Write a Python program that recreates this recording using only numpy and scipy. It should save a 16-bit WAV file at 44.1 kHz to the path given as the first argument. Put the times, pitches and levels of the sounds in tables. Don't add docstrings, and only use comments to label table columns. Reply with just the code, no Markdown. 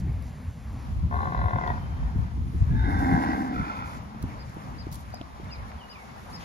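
import sys
import numpy as np
from scipy import signal
from scipy.fft import rfft, irfft
from scipy.io import wavfile
from scipy.ndimage import uniform_filter1d, map_coordinates

SR = 44100
rng = np.random.default_rng(int(sys.argv[2]) if len(sys.argv) > 2 else 0)


def to_wav(s):
    ch = np.atleast_2d(s).T
    pcm = np.round(np.clip(ch, -1, 1) * 32767)
    wavfile.write(sys.argv[1], SR, pcm.astype(np.int16))


def gain_from_decibels(decibels):
    exponent = np.asarray(decibels, float) / 20
    return 10 ** exponent


N = 284180
T = np.arange(N) / SR
HZ = np.fft.rfftfreq(N, 1 / SR) + 1e-3

# first_pulse_s, pulse_count, spacing_ms, effort_db
GROWL_RUNS = [(1.111, 1, 14, -22), (1.125, 1, 16, -17.5), (1.141, 3, 24.3, -17), (1.205, 3, 25, -16.5),
              (1.271, 4, 25.3, -17.5), (1.364, 4, 25.1, -17.5), (1.457, 4, 25.1, -16.5),
              (1.558, 5, 26.1, -16.5), (1.677, 2, 25, -16), (1.718, 4, 20, -22), (1.81, 20, 26.5, -36)]
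# time_s, change_db
ACCENTS = [(1.153, 7), (1.217, 7), (1.284, 6), (1.296, -16), (1.347, 5), (1.439, 3), (1.532, 4),
           (1.364, -11), (1.377, 8), (1.402, 5), (1.47, 2), (1.495, 4), (1.508, 3), (1.546, 6), (1.702, 2),
           (1.718, -3), (1.74, -8), (1.762, -8)]
# centre_hz, width_hz, level_db
GROWL_THROAT = [(322, 70, -18.5), (442, 63, -15.5), (520, 15.6, -18), (737, 33, -2), (867, 100, -1),
                (1074, 116, 6.5), (1164, 110, -7), (1436, 83, -3), (1610, 150, -3.5), (1744, 54, -10.5),
                (2640, 92, -19.5)]
# centre_hz, width_hz, level_db
GROWL_MOUTH = [(1890, 54, -11), (2033, 55, -4)]
# time_s, then pitch_share of the low, the middle and the mouth resonances
THROAT_MOVES = [(1.1, .96, .97, 1.0), (1.15, .99, 1.0, 1.0), (1.19, 1.09, 1.02, .99),
                (1.225, 1.07, 1.02, .98), (1.25, 1.0, 1.01, .98), (1.4, 1.0, .98, .97),
                (1.62, .98, .96, 1.01), (1.655, .97, .92, .93), (1.75, .97, .88, .92)]
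# centre_hz, width_hz, level_db
GROWL_BREATH = [(3150, 70, -41), (3560, 60, -29.5), (4550, 150, -41)]
# centre_hz, width_hz, level_db
NOSTRIL = [(4010, 60, -29)]
# centre_hz, width_hz, level_db
CRACK = [(2550, 200, -42), (3100, 120, -40), (3450, 80, -36), (4350, 100, -40), (4650, 100, -39)]
# start_s, length_s, from_hz, to_hz, level_db
LEAKS = [(1.77, .1, 3060, 3100, -60), (1.85, .2, 3120, 3100, -63), (1.72, .12, 1900, 1850, -59),
         (1.94, .18, 1860, 1840, -56)]

# time_s, rate_hz
NARROW_RATE = [(2.66, 214), (2.8, 234), (2.9, 110), (2.98, 40)]
# time_s, rate_hz
OPEN_RATE = [(2.84, 109.6), (3.05, 92), (3.4, 68.5), (3.6, 58), (4.1, 50.5)]
# time_s, level_db, chest_over_head_db
EFFORT = [(2.66, -61, -20), (2.76, -44, -15), (2.84, -36, 3), (3.0, -32, -1), (3.14, -29.5, 4.5),
          (3.24, -29, -0.5), (3.47, -36.5, 3), (3.8, -37, -11), (4.12, -54, -9)]
# start_s, end_s, mouth_db, sag_db_per_s
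SHAPES = [
    (2.66, 2.94, 10.5, 20),
    (2.82, 3.6, -1.5, 7),
    (3.5, 4.05, 4, 12),
]
# centre_hz, width_hz, level_db
NARROW_SHAPE = [
    [(872, 14, 2), (1430, 87, -18)],
    [(1504, 68, -4), (1655, 52, -7.5), (2020, 93, -13.5), (3700, 87, -13)],
]
OPEN_SHAPE = [
    [(720, 64, 3), (801, 54, 4), (1003, 90, 3), (1290, 100, -6)],
    [(1566, 127, 4.5), (1870, 67, -7), (1905, 61, -4), (2144, 58, -7.5), (3570, 96, -16), (4500, 70, -23.5), (5000, 60, -23), (5270, 60, -22)],
]
CLOSING_SHAPE = [
    [(804, 62, -3), (990, 114, 2), (2080, 52, -15), (2460, 140, -7.5), (3500, 90, -16), (4400, 330, -16)],
    [(1322, 48, -1.5), (1440, 104, -4.5), (1900, 76, -20)],
]
# centre_hz, width_hz, level_db
CHEST = [(190, 40, -5), (264, 28, 0), (335, 45, -6), (425, 50, -12)]
# time_s, pitch_hz, level_db
TONE = [(2.88, 292, -50), (3.0, 272, -33), (3.07, 266, -26.5), (3.17, 262, -26.5), (3.21, 262, -41),
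        (3.27, 270, -33), (3.42, 258, -34), (3.68, 240, -47), (3.75, 236, -62)]
# multiple, level_db
TONE_ORDERS = [(1, 1), (2, -38), (3, -4), (4, -16), (6, -25), (7, -20.5)]
# start_s, length_s, from_hz, to_hz, level_db
PARTIALS = [(2.68, .13, 1630, 1740, -50), (2.72, .2, 875, 815, -45), (2.79, .09, 1510, 1490, -47),
            (2.9, .18, 1615, 1540, -42), (3.09, .1, 1600, 1670, -46), (2.87, .05, 1500, 1480, -48),
            (2.94, .16, 1030, 1000, -45), (3.2, .11, 820, 785, -35), (3.3, .15, 800, 770, -37),
            (3.2, .14, 1910, 1960, -44), (3.0, .16, 2150, 2090, -49), (3.04, .1, 800, 780, -42),
            (3.55, .2, 1345, 1375, -46), (3.84, .14, 990, 1010, -48), (3.99, .25, 190, 228, -44),
            (2.78, .4, 3660, 3550, -56), (3.0, .17, 5250, 5230, -63), (3.12, .16, 4930, 4960, -64),
            (3.15, .1, 5480, 5520, -64), (3.42, .08, 5040, 5050, -63), (3.5, .08, 4950, 4940, -63)]
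# frequency_hz, level_db, phase_rad
GROWL_EAR = [(700, -9, -1.65), (1100, -4, -1.9), (1350, 0, -3.2), (1750, -2, -3.6), (2100, -7, -5.8),
             (2650, -6, -9.5), (3300, -1, -12), (4000, -3, -13.2)]
# frequency_hz, level_db, phase_rad
BAWL_EAR = [(300, 1, -.8), (550, -5, -1.9), (750, -5, -2), (1050, 0, -2.7), (1450, 4, -4), (2080, 4, -6.4),
            (2700, 2, -8.8), (3500, -11, -10)]

# time_s, rumble_db, flutter_db
BREEZE = [(0, -35, -38.5), (.7, -42.5, -45), (1.2, -35, -34.5), (1.55, -36, -35.5), (1.78, -35, -36.5),
          (2.0, -33, -40.5), (2.4, -47, -42), (2.85, -25, -30.5), (3.2, -37, -31), (3.5, -43, -44.5),
          (4.2, -43.5, -45), (4.9, -43.5, -37.5), (5.3, -47.5, -50.5), (6.0, -50.5, -54),
          (6.44, -45.5, -46.5)]
# peak_s, peak_db, length_s
GUSTS = [(0.0, -31, 0.0083), (0.09, -27, 0.12), (0.478, -28.5, 0.03), (0.693, -34, 0.1),
         (0.985, -27.5, 0.11), (1.05, -22.5, 0.023), (1.163, -26, 0.05), (1.392, -22.5, 0.028),
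         (1.452, -21, 0.025), (1.546, -24.5, 0.024), (1.718, -29, 0.064), (1.917, -31, 0.058),
         (2.038, -24, 0.042), (2.187, -22.5, 0.056), (2.356, -29, 0.048), (2.417, -27, 0.058),
         (2.564, -24.5, .02), (2.621, -14.5, 0.015), (2.753, -21.5, 0.098), (2.976, -25.5, 0.08),
         (3.124, -26.5, 0.036), (3.338, -32, 0.019), (3.596, -29.5, 0.032), (4.241, -32, 0.032),
         (4.894, -39, 0.1), (5.454, -39.5, 0.042), (5.61, -37.5, 0.053), (5.762, -37.5, 0.017)]
FLUTTER_GUST_DB = [0.5, -12.5, -12, -13, -13, -10.5, -10.5, -11, -11, -8, -10, -12, -11.5, -12, -10.5,
                   -17.5, -8, -14, -9.5, -14, 2, -10, -7, -8, -8, -1.5, -9.5, -9.5]
# frequency_hz, density_db
WIND_COLOUR = [(25, -54), (40, -7), (65, 1), (100, -3.5)]
# frequency_hz, density_db
FLUTTER_COLOUR = [(120, 2), (170, -0.5), (250, -5.5), (330, -19.5), (480, -29)]

# time_s, peak_db, ring_hz
KNOCKS = [(0.429, -46.5, 257), (0.498, -50, 231), (2.634, -62, 272), (4.148, -41, 256), (4.24, -30, 266),
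          (4.569, -35, 300), (4.869, -32, 310), (5.14, -34.5, 730), (5.212, -33, 273), (5.214, -40, 690),
          (5.399, -38.5, 336), (5.854, -49, 645)]
# time_s, peak_db, left_minus_right_db
SNAPS = [(0.1294, -51, 0.0), (0.2234, -48, 0.0), (1.6741, -50, 2.0), (2.9921, -42, 0.5),
         (4.2263, -39, -1.5), (4.4952, -51, 1.0), (4.5441, -48, 0.5), (4.9154, -44, 0.0),
         (4.9257, -38, 1.5), (4.9304, -39, 1.5), (4.9444, -38, 2.5), (4.9554, -38, 1.5), (4.9934, -49, 0.5),
         (5.0074, -49, 1.5), (5.1044, -54, 0.5), (5.1442, -42, 0.5), (5.2144, -58, 1.0), (5.4444, -57, 0.5)]
# time_s, peak_db, ring_hz
TICKS = [(5.105, -49, 2900), (5.214, -31, 3200), (5.444, -46, 3800), (5.718, -33, 1800), (6.06, -44, 2500),
         (3.56, -46, 4200), (0.47, -43, 940)]
# start_s, hold_s, level_db
RUSTLES = [(0.0, 0.0031, -54), (0.223, 0.075, -65), (2.8, 0.062, -64), (2.893, 0.18, -58.5),
           (2.992, 0.254, -53), (3.265, 0.16, -59), (3.438, .04, -59), (3.536, 0.22, -61.5),
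           (3.763, 0.043, -60.5), (3.852, 0.13, -59), (4.22, 0.0028, -60), (4.29, .004, -66),
           (4.68, 0.045, -67), (4.922, 0.037, -50), (4.977, 0.051, -58.5), (5.06, 0.084, -64),
           (5.678, .025, -63), (6.302, 0.062, -59), (6.397, .045, -61)]
# frequency_hz, density_db
GRASS_COLOUR = [(3500, -0.5), (5000, -1), (7000, -0.8), (9000, -3), (12000, -4), (13500, -9.5),
                (15600, -12)]

# top_s, top_hz, level_db
CHIRPS = [(4.408, 4985, -57), (4.80, 5045, -52), (5.149, 5055, -55), (5.53, 5055, -49), (5.914, 5055, -52),
          (6.348, 5225, -48)]
# offset_s, pitch_share, level_db
ARCH = [(-.03, .74, -15), (-.021, .85, -5), (-.013, .97, 1), (0, 1.0, 8), (.013, .96, 3), (.027, .84, -4),
        (.042, .65, -15)]
# start_s, length_s, from_hz, to_hz, level_db
WHISTLES = [(5.39, .03, 3150, 3250, -60), (5.485, .022, 3600, 3600, -55), (5.49, .05, 3050, 2500, -52),
            (5.525, .05, 2550, 2150, -46), (5.57, .06, 2200, 2050, -49), (5.685, .022, 2250, 2150, -48),
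            (5.782, .045, 3400, 2850, -49), (5.812, .035, 2900, 2860, -47), (5.835, .085, 2880, 2930, -56),
            (5.908, .028, 2970, 2900, -47), (5.925, .04, 2900, 2400, -49), (5.948, .03, 2500, 2200, -43),
            (5.97, .065, 2300, 2100, -49), (6.092, .018, 2200, 2150, -46)]
# time_s, level_db
SCOLD = [(6.395, -63), (6.403, -49.5), (6.44, -49)]

# time_s, level_db, share_from_calf_side (0-1)
FIELD = [(0, -45.5, 0.84), (1, -49, 0.28), (1.6, -43.5, 0.23), (2.65, -48, 0.6), (3.3, -37, 0.92),
         (3.9, -42.5, 0.48), (4.15, -45, 0.53), (4.5, -44.5, 0.57), (5.2, -45.5, 0.6), (6.2, -44, 0.2),
         (6.44, -45, 0.5)]
# frequency_hz, density_db
FIELD_COLOUR = [(200, 8), (350, -5), (800, 3), (1100, 2), (1500, -7), (2100, -10.5), (3400, -20),
                (5500, -21.5)]
# frequency_hz, level_db
RIGHT_EAR = [(150, -9), (300, 0), (600, -13.5), (1100, -5), (1500, 3.5), (2200, 6), (3200, -18), (6000, -9)]

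# time_s, bass_side_db, upper_middle_side_db
STEREO_OPENS = [(0, -8, -40), (.8, -8, -40), (.86, 0, 0), (6.44, 0, 0)]
# channel (0 mid, 1 side), low_hz, high_hz, threshold_db
DROPPED = [(0, 7600, 9050, -66), (0, 13700, 16500, -63), (1, 10400, 12800, -61)]
# start_s, end_s, low_hz, high_hz
HOLES = [(3.01, 3.085, 2760, 2880), (3.075, 3.14, 2660, 2780), (3.02, 3.11, 5740, 5860),
         (3.2, 3.275, 6090, 6220), (3.14, 3.2, 6660, 6790), (3.3, 3.35, 6720, 6850),
         (1.295, 1.35, 1250, 1340)]


def growl():
    clicks, weak = np.zeros((2, N))
    for s, count, spacing_ms, db in GROWL_RUNS:
        k = np.arange(0, count - .5, .5)
        chance = rng.standard_normal((len(k), 2))
        loose_s = .0003 + .002 * (k % 1) + .004 * (count > 10)
        at = ((s + k * spacing_ms / 1000 + loose_s * chance[:, 0]) * SR).astype(int)
        clicks[at] = gain_from_decibels(db - 19 * (k % 1) + chance[:, 1])
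        weak[at] = clicks[at] * 2 * (k % 1)
    for s, db in ACCENTS:
        near = abs(T - s) < .006
        clicks = clicks * gain_from_decibels(db / 2 * near)
        weak = weak * gain_from_decibels(db * near)
    mouth_db = -20.5 + 26.5 * (T - GROWL_RUNS[0][0]) * (T < 1.71)
    bright = (clicks + weak) * gain_from_decibels(mouth_db)

    air = gain_from_decibels(-36) * rng.standard_normal(N)
    fading = [1, -np.exp(-1 / (.012 * SR))]
    low_air, high_air = (air * signal.lfilter([1], fading, x) for x in (clicks, bright))
    voiced = moving_throat(0.88 * clicks + 1.28 * low_air, 1.08 * bright + 1.4 * high_air)
    voiced = signal.sosfilt(signal.butter(2, 2700, fs=SR, output="sos"), voiced)
    voiced = dip(voiced, 2330)

    nose_open = (T > 1.145) * (T < 1.56)
    breath = resonate(low_air + .12 * weak, GROWL_BREATH)
    breath = breath + resonate((low_air + .45 * weak) * nose_open, NOSTRIL)
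    breath = gain_from_decibels(8 + 1.5 * drift(15)) * breath
    crack_click = 1. * (np.arange(N) == int(1.674 * SR))
    breath = breath + resonate(crack_click, CRACK)
    return (voiced + breath) * gain_from_decibels(-6.0)


def moving_throat(throat_in, mouth_in):
    out, hop, ring = np.zeros(N), 512, 4096
    low, middle, mouth = in_time(THROAT_MOVES)
    for i in range(int(1.09 * SR), int(2.4 * SR), hop):
        a, b = (np.r_[x[i:i + hop], np.zeros(ring)] for x in (throat_in, mouth_in))
        throat_now = []
        for hz, width, db in GROWL_THROAT:
            share = low[i] if 600 < hz < 800 else middle[i] if 800 < hz < 1300 else 1
            throat_now.append((hz * share, width, db))
        mouth_now = [(hz * mouth[i], width, db) for hz, width, db in GROWL_MOUTH]
        out[i:i + hop + ring] += resonate(a, throat_now) + resonate(b, mouth_now)
    return out


def bawl():
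    out = 0
    level_db, chest_db = in_time(EFFORT)
    source = hoarse(in_time(OPEN_RATE)[0], jitter=.07, air_db=-26)
    onset = hoarse(in_time(NARROW_RATE)[0], jitter=.04, air_db=-26)
    resonances = (NARROW_SHAPE, OPEN_SHAPE, CLOSING_SHAPE)
    for shape, (throat, mouth), x in zip(SHAPES, resonances, (onset, source, source)):
        start, end, mouth_db, sag_db = shape
        fade = np.clip(np.minimum(T - start, end - T) / 0.1, 0, 1)
        mouth_db = mouth_db - sag_db * np.clip(T - start, 0, 1)
        head = even(resonate(x, throat) + gain_from_decibels(mouth_db) * resonate(x, mouth), fade)
        chest = even(resonate(x, CHEST), fade)
        out = out + np.sqrt(fade) * (head + gain_from_decibels(chest_db) * chest)
    return dip(out * gain_from_decibels(level_db), 2800)


def hoarse(rate, jitter, air_db):
    phase = np.cumsum(rate * (1 + jitter * drift(45))) / SR
    clicks = np.diff(np.floor(phase), prepend=0)
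    clicks = clicks * gain_from_decibels(2.5 * np.clip(rng.standard_normal(N), -3, 1))
    gate = 0.55 + np.exp(-3.0 * (phase % 1))
    return clicks + gain_from_decibels(air_db) * gate * rng.standard_normal(N)


def tone():
    hz, db = in_time(TONE)
    phase = 2 * np.pi * np.cumsum(hz * (1 + .006 * drift(14))) / SR
    stack = 0
    for k, order_db in TONE_ORDERS:
        waver_db = np.sqrt(k) * drift(23)
        stack = stack + gain_from_decibels(order_db + waver_db) * np.sin(round(k) * phase)
    return gain_from_decibels(db) * stack * (T > TONE[0][0]) * (T < TONE[-1][0])


def partials(rows):
    return sum(glide(*p) * gain_from_decibels(2.2 * drift(30)) for p in rows)


def wind():
    rumble_db, flutter_db = in_time(BREEZE)
    gusts, flaps = 0, 0
    for (s, db, length), flap_db in zip(GUSTS, FLUTTER_GUST_DB):
        spread = length * np.where(T < s, 0.64, 1)
        gust = gain_from_decibels(db) ** 2 * np.exp(-((T - s) / spread) ** 2)
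        gusts = gusts + gust
        flaps = flaps + gain_from_decibels(flap_db) ** 2 * gust
    rumble = patchy(WIND_COLOUR, patch_db=1.5, rate=9.5, likeness=0.7, lag=5.0)
    flutter = patchy(FLUTTER_COLOUR, patch_db=3, rate=20, likeness=.75, lag=-9.0)
    lumps = gain_from_decibels(flutter_db) ** 2 + uniform_filter1d(flaps, size=900)
    push = rumble / uniform_filter1d(np.mean(rumble ** 2, axis=0), size=1300) ** .4
    power = gain_from_decibels(rumble_db) ** 2 + gusts
    low = np.sqrt(power) * (rumble + gusts / power * (push - rumble))
    balance = gain_from_decibels(np.array([[.6], [-.6]]))
    return (low + np.sqrt(lumps) * flutter) * balance * np.minimum(T / .004, 1)


def knocks():
    out = np.zeros(N)
    for s, db, hz in KNOCKS:
        t = np.maximum(T - s, 0)
        out += gain_from_decibels(db + 8.0) * np.sin(2 * np.pi * hz * t) * np.exp(-t / 0.0037)
        out += gain_from_decibels(db + 2.0) * np.sin(2 * np.pi * 170 * t) * np.exp(-t / 0.0032)
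        out += gain_from_decibels(db - 8.0) * np.sin(2 * np.pi * 900 * t) * np.exp(-t / 0.0012)
    return lagged(out, -17.5, gain_from_decibels(-0.5))


def snaps():
    level, white = np.zeros((2, N)), rng.standard_normal(N)
    for s, db, pan_db in SNAPS:
        t = T - s
        sides_db = np.array([[pan_db], [-pan_db]]) / 2
        level += gain_from_decibels(db + 3.0 + sides_db) * (t > 0) * np.exp(-np.maximum(t, 0) / 0.0018)
    bright = signal.sosfilt(signal.butter(2, [3700, 14000], "band", fs=SR, output="sos"), white)
    return level * lagged(bright, -2.73)


def ticks():
    s, db, hz = np.transpose(TICKS)[:, :, None]
    t = np.maximum(T - s, 0)
    rings = gain_from_decibels(db) * np.sin(2 * np.pi * hz * t) * np.exp(-t / 0.00046)
    return lagged(np.sum(rings, axis=0), 3.0, gain_from_decibels(5.0))


def grass():
    power = gain_from_decibels(-65) ** 2
    for s, hold, db in RUSTLES:
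        before = np.maximum(s - T, 0) / 0.0078
        after = np.maximum(T - s - hold, 0) / 0.011
        power = power + gain_from_decibels(db) ** 2 * np.exp(-2 * (before + after))
    return np.sqrt(power) * patchy(GRASS_COLOUR, patch_db=1.5, rate=11, likeness=0.6, lag=-8.0)


def birds():
    chirps = 0
    for s, hz, db in CHIRPS:
        chirps = chirps + sing([(s + ds, hz * share, db + d) for ds, share, d in ARCH])
    chirps = chirps * gain_from_decibels(2.2 * drift(55) - 1)
    whistles = sum(glide(*w) for w in WHISTLES) * gain_from_decibels(-5.5 + 3 * drift(50))
    scold = rms_one(resonate(rng.standard_normal(N), [(2780, 3400, 0.1)])) * gain_from_decibels(in_time(SCOLD)[0])
    direct = lagged(chirps + scold, -13, gain_from_decibels(-4.5)) * gain_from_decibels(2.5) + lagged(whistles, -12, gain_from_decibels(2))
    return direct + paddock(chirps + whistles, t60=.33, wet_db=-11)


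def glide(s, length, from_hz, to_hz, db):
    middle = [(s + share * length, from_hz + share * (to_hz - from_hz), db) for share in (.25, .8)]
    return sing([(s, from_hz, db - 12.0), *middle, (s + length, to_hz, db - 7)])


def sing(rows):
    hz, db = in_time(rows)
    sounding = (T > rows[0][0]) * (T < rows[-1][0])
    return gain_from_decibels(db) * np.sin(2 * np.pi * np.cumsum(hz) / SR) * sounding


def far_field():
    field_db, share = in_time(FIELD)
    field = gain_from_decibels(field_db) * patchy(FIELD_COLOUR, patch_db=1.38, rate=11, likeness=share, lag=19.0)
    field[1] = irfft(rfft(field[1]) * colour(RIGHT_EAR, skirt_db=3.0) ** 0.32, N)
    return field


def paddock(x, t60, wet_db):
    t = np.arange(int(.6 * SR)) / SR
    echoes = rng.standard_normal((2, len(t))) * gain_from_decibels(-60 * t / t60) * (t > .006)
    echoes = signal.lfilter([1], [1, -.5], echoes)
    echoes = echoes / np.sqrt(np.sum(echoes ** 2, axis=1, keepdims=True))
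    return gain_from_decibels(wet_db) * signal.fftconvolve(x[None], echoes, axes=1)[:, :N]


def patchy(points, patch_db, rate, likeness, lag):
    near, left, right = rfft(rng.standard_normal((3, N))) * colour(points)
    late = near * np.exp(-2j * np.pi * HZ * lag / SR)
    out, together, alike = 0, drift(rate / 3), np.clip(likeness, 0, 1)
    for centre in np.arange(np.log2(points[0][0]) - .5, np.log2(points[-1][0]) + 1, .5):
        strip = np.cos(np.pi / 2 * np.clip((np.log2(HZ) - centre) * 2, -1, 1)) ** 2
        a, b, c, d = irfft(np.array([near, late, left, right]) * strip, N)
        pair = np.sqrt(alike) * np.array([a, b]) + np.sqrt(1 - alike) * np.array([c, d])
        out = out + pair * gain_from_decibels(patch_db * (1.07 * together + drift(rate)))
    return rms_one(out)


def resonate(x, modes):
    out = 0
    for k, (hz, width, db) in enumerate(modes):
        r, w = np.exp(-np.pi * width / SR), 2 * np.pi * hz / SR
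        ringing = signal.lfilter([0, np.sin(w)], [1, -2 * r * np.cos(w), r * r], x + 1e-18)
        out = out + (-1) ** k * gain_from_decibels(db) * ringing
    return out


def dip(x, hz):
    return signal.lfilter(*signal.iirnotch(hz, 7, SR), x)


def heard(x, ear):
    last_hz, last_db, last_phase = ear[-1]
    rows = [(0, 0, 0), *ear, (SR / 2, last_db, last_phase * SR / 2 / last_hz)]
    hz, db, phase = np.transpose(rows)
    return lagged(x, 0, gain_from_decibels(np.interp(HZ, hz, db)) * np.exp(1j * np.interp(HZ, hz, phase)))


def lagged(x, lag, gain=1):
    return np.array([x, irfft(rfft(x) * gain * np.exp(-2j * np.pi * HZ * lag / SR), N)])


def colour(points, skirt_db=-30):
    hz, db = np.transpose(points)
    hz = np.r_[hz[0] / 2, hz, hz[-1] * 2]
    db = np.r_[db[0] + skirt_db, db, db[-1] + skirt_db]
    return gain_from_decibels(np.interp(np.log(HZ), np.log(hz), db))


def drift(rate):
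    knots = rng.standard_normal(int(N / SR * rate * 2) + 4)
    return rms_one(map_coordinates(knots, [T * rate * 2 + 1], order=3))


def in_time(rows):
    s, *columns = np.transpose(rows)
    return [np.interp(T, s, c) for c in columns]


def even(x, during):
    return x / np.sqrt(np.sum(during * x ** 2) / np.sum(during))


def rms_one(x):
    return x / np.sqrt(np.mean(x ** 2) + 1e-20)


def scene():
    growling, bawling = growl(), bawl() + tone()
    voice = heard(growling, GROWL_EAR) + heard(bawling, BAWL_EAR)
    voice = voice + paddock(.7 * growling + 1.3 * bawling, t60=.35, wet_db=-18)
    voice = voice + heard(partials(PARTIALS), BAWL_EAR) + heard(partials(LEAKS), GROWL_EAR)
    return voice + wind() + knocks() + snaps() + ticks() + grass() + birds() + far_field()


def low_pass(x):
    return signal.sosfilt(signal.butter(12, 15800, fs=SR, output="sos"), x)


def record(dry):
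    pair = np.array([dry[0] + dry[1], dry[0] - dry[1]]) / 2
    bass, upper_middle = HZ < 2100, (HZ >= 2100) & (HZ < 6300)
    for band, db in zip((bass, upper_middle), in_time(STEREO_OPENS)):
        pair[1] += irfft(rfft(pair[1]) * band, N) * (gain_from_decibels(db) - 1)
    for which, low_hz, high_hz, floor_db in DROPPED:
        band = irfft(rfft(pair[round(which)]) * (HZ > low_hz) * (HZ < high_hz), N)
        quiet = uniform_filter1d(band ** 2, size=1024) < gain_from_decibels(floor_db) ** 2
        pair[round(which)] -= band * uniform_filter1d(quiet * 1., size=512)
    for start, end, low_hz, high_hz in HOLES:
        band = irfft(rfft(pair[0]) * (HZ > low_hz) * (HZ < high_hz), N)
        pair[0] -= band * uniform_filter1d((T > start) * (T < end) * 1., size=512)
    mid, side = pair
    return low_pass(np.array([mid + side, mid - side]))


dry = scene()
out = record(dry)
to_wav(out)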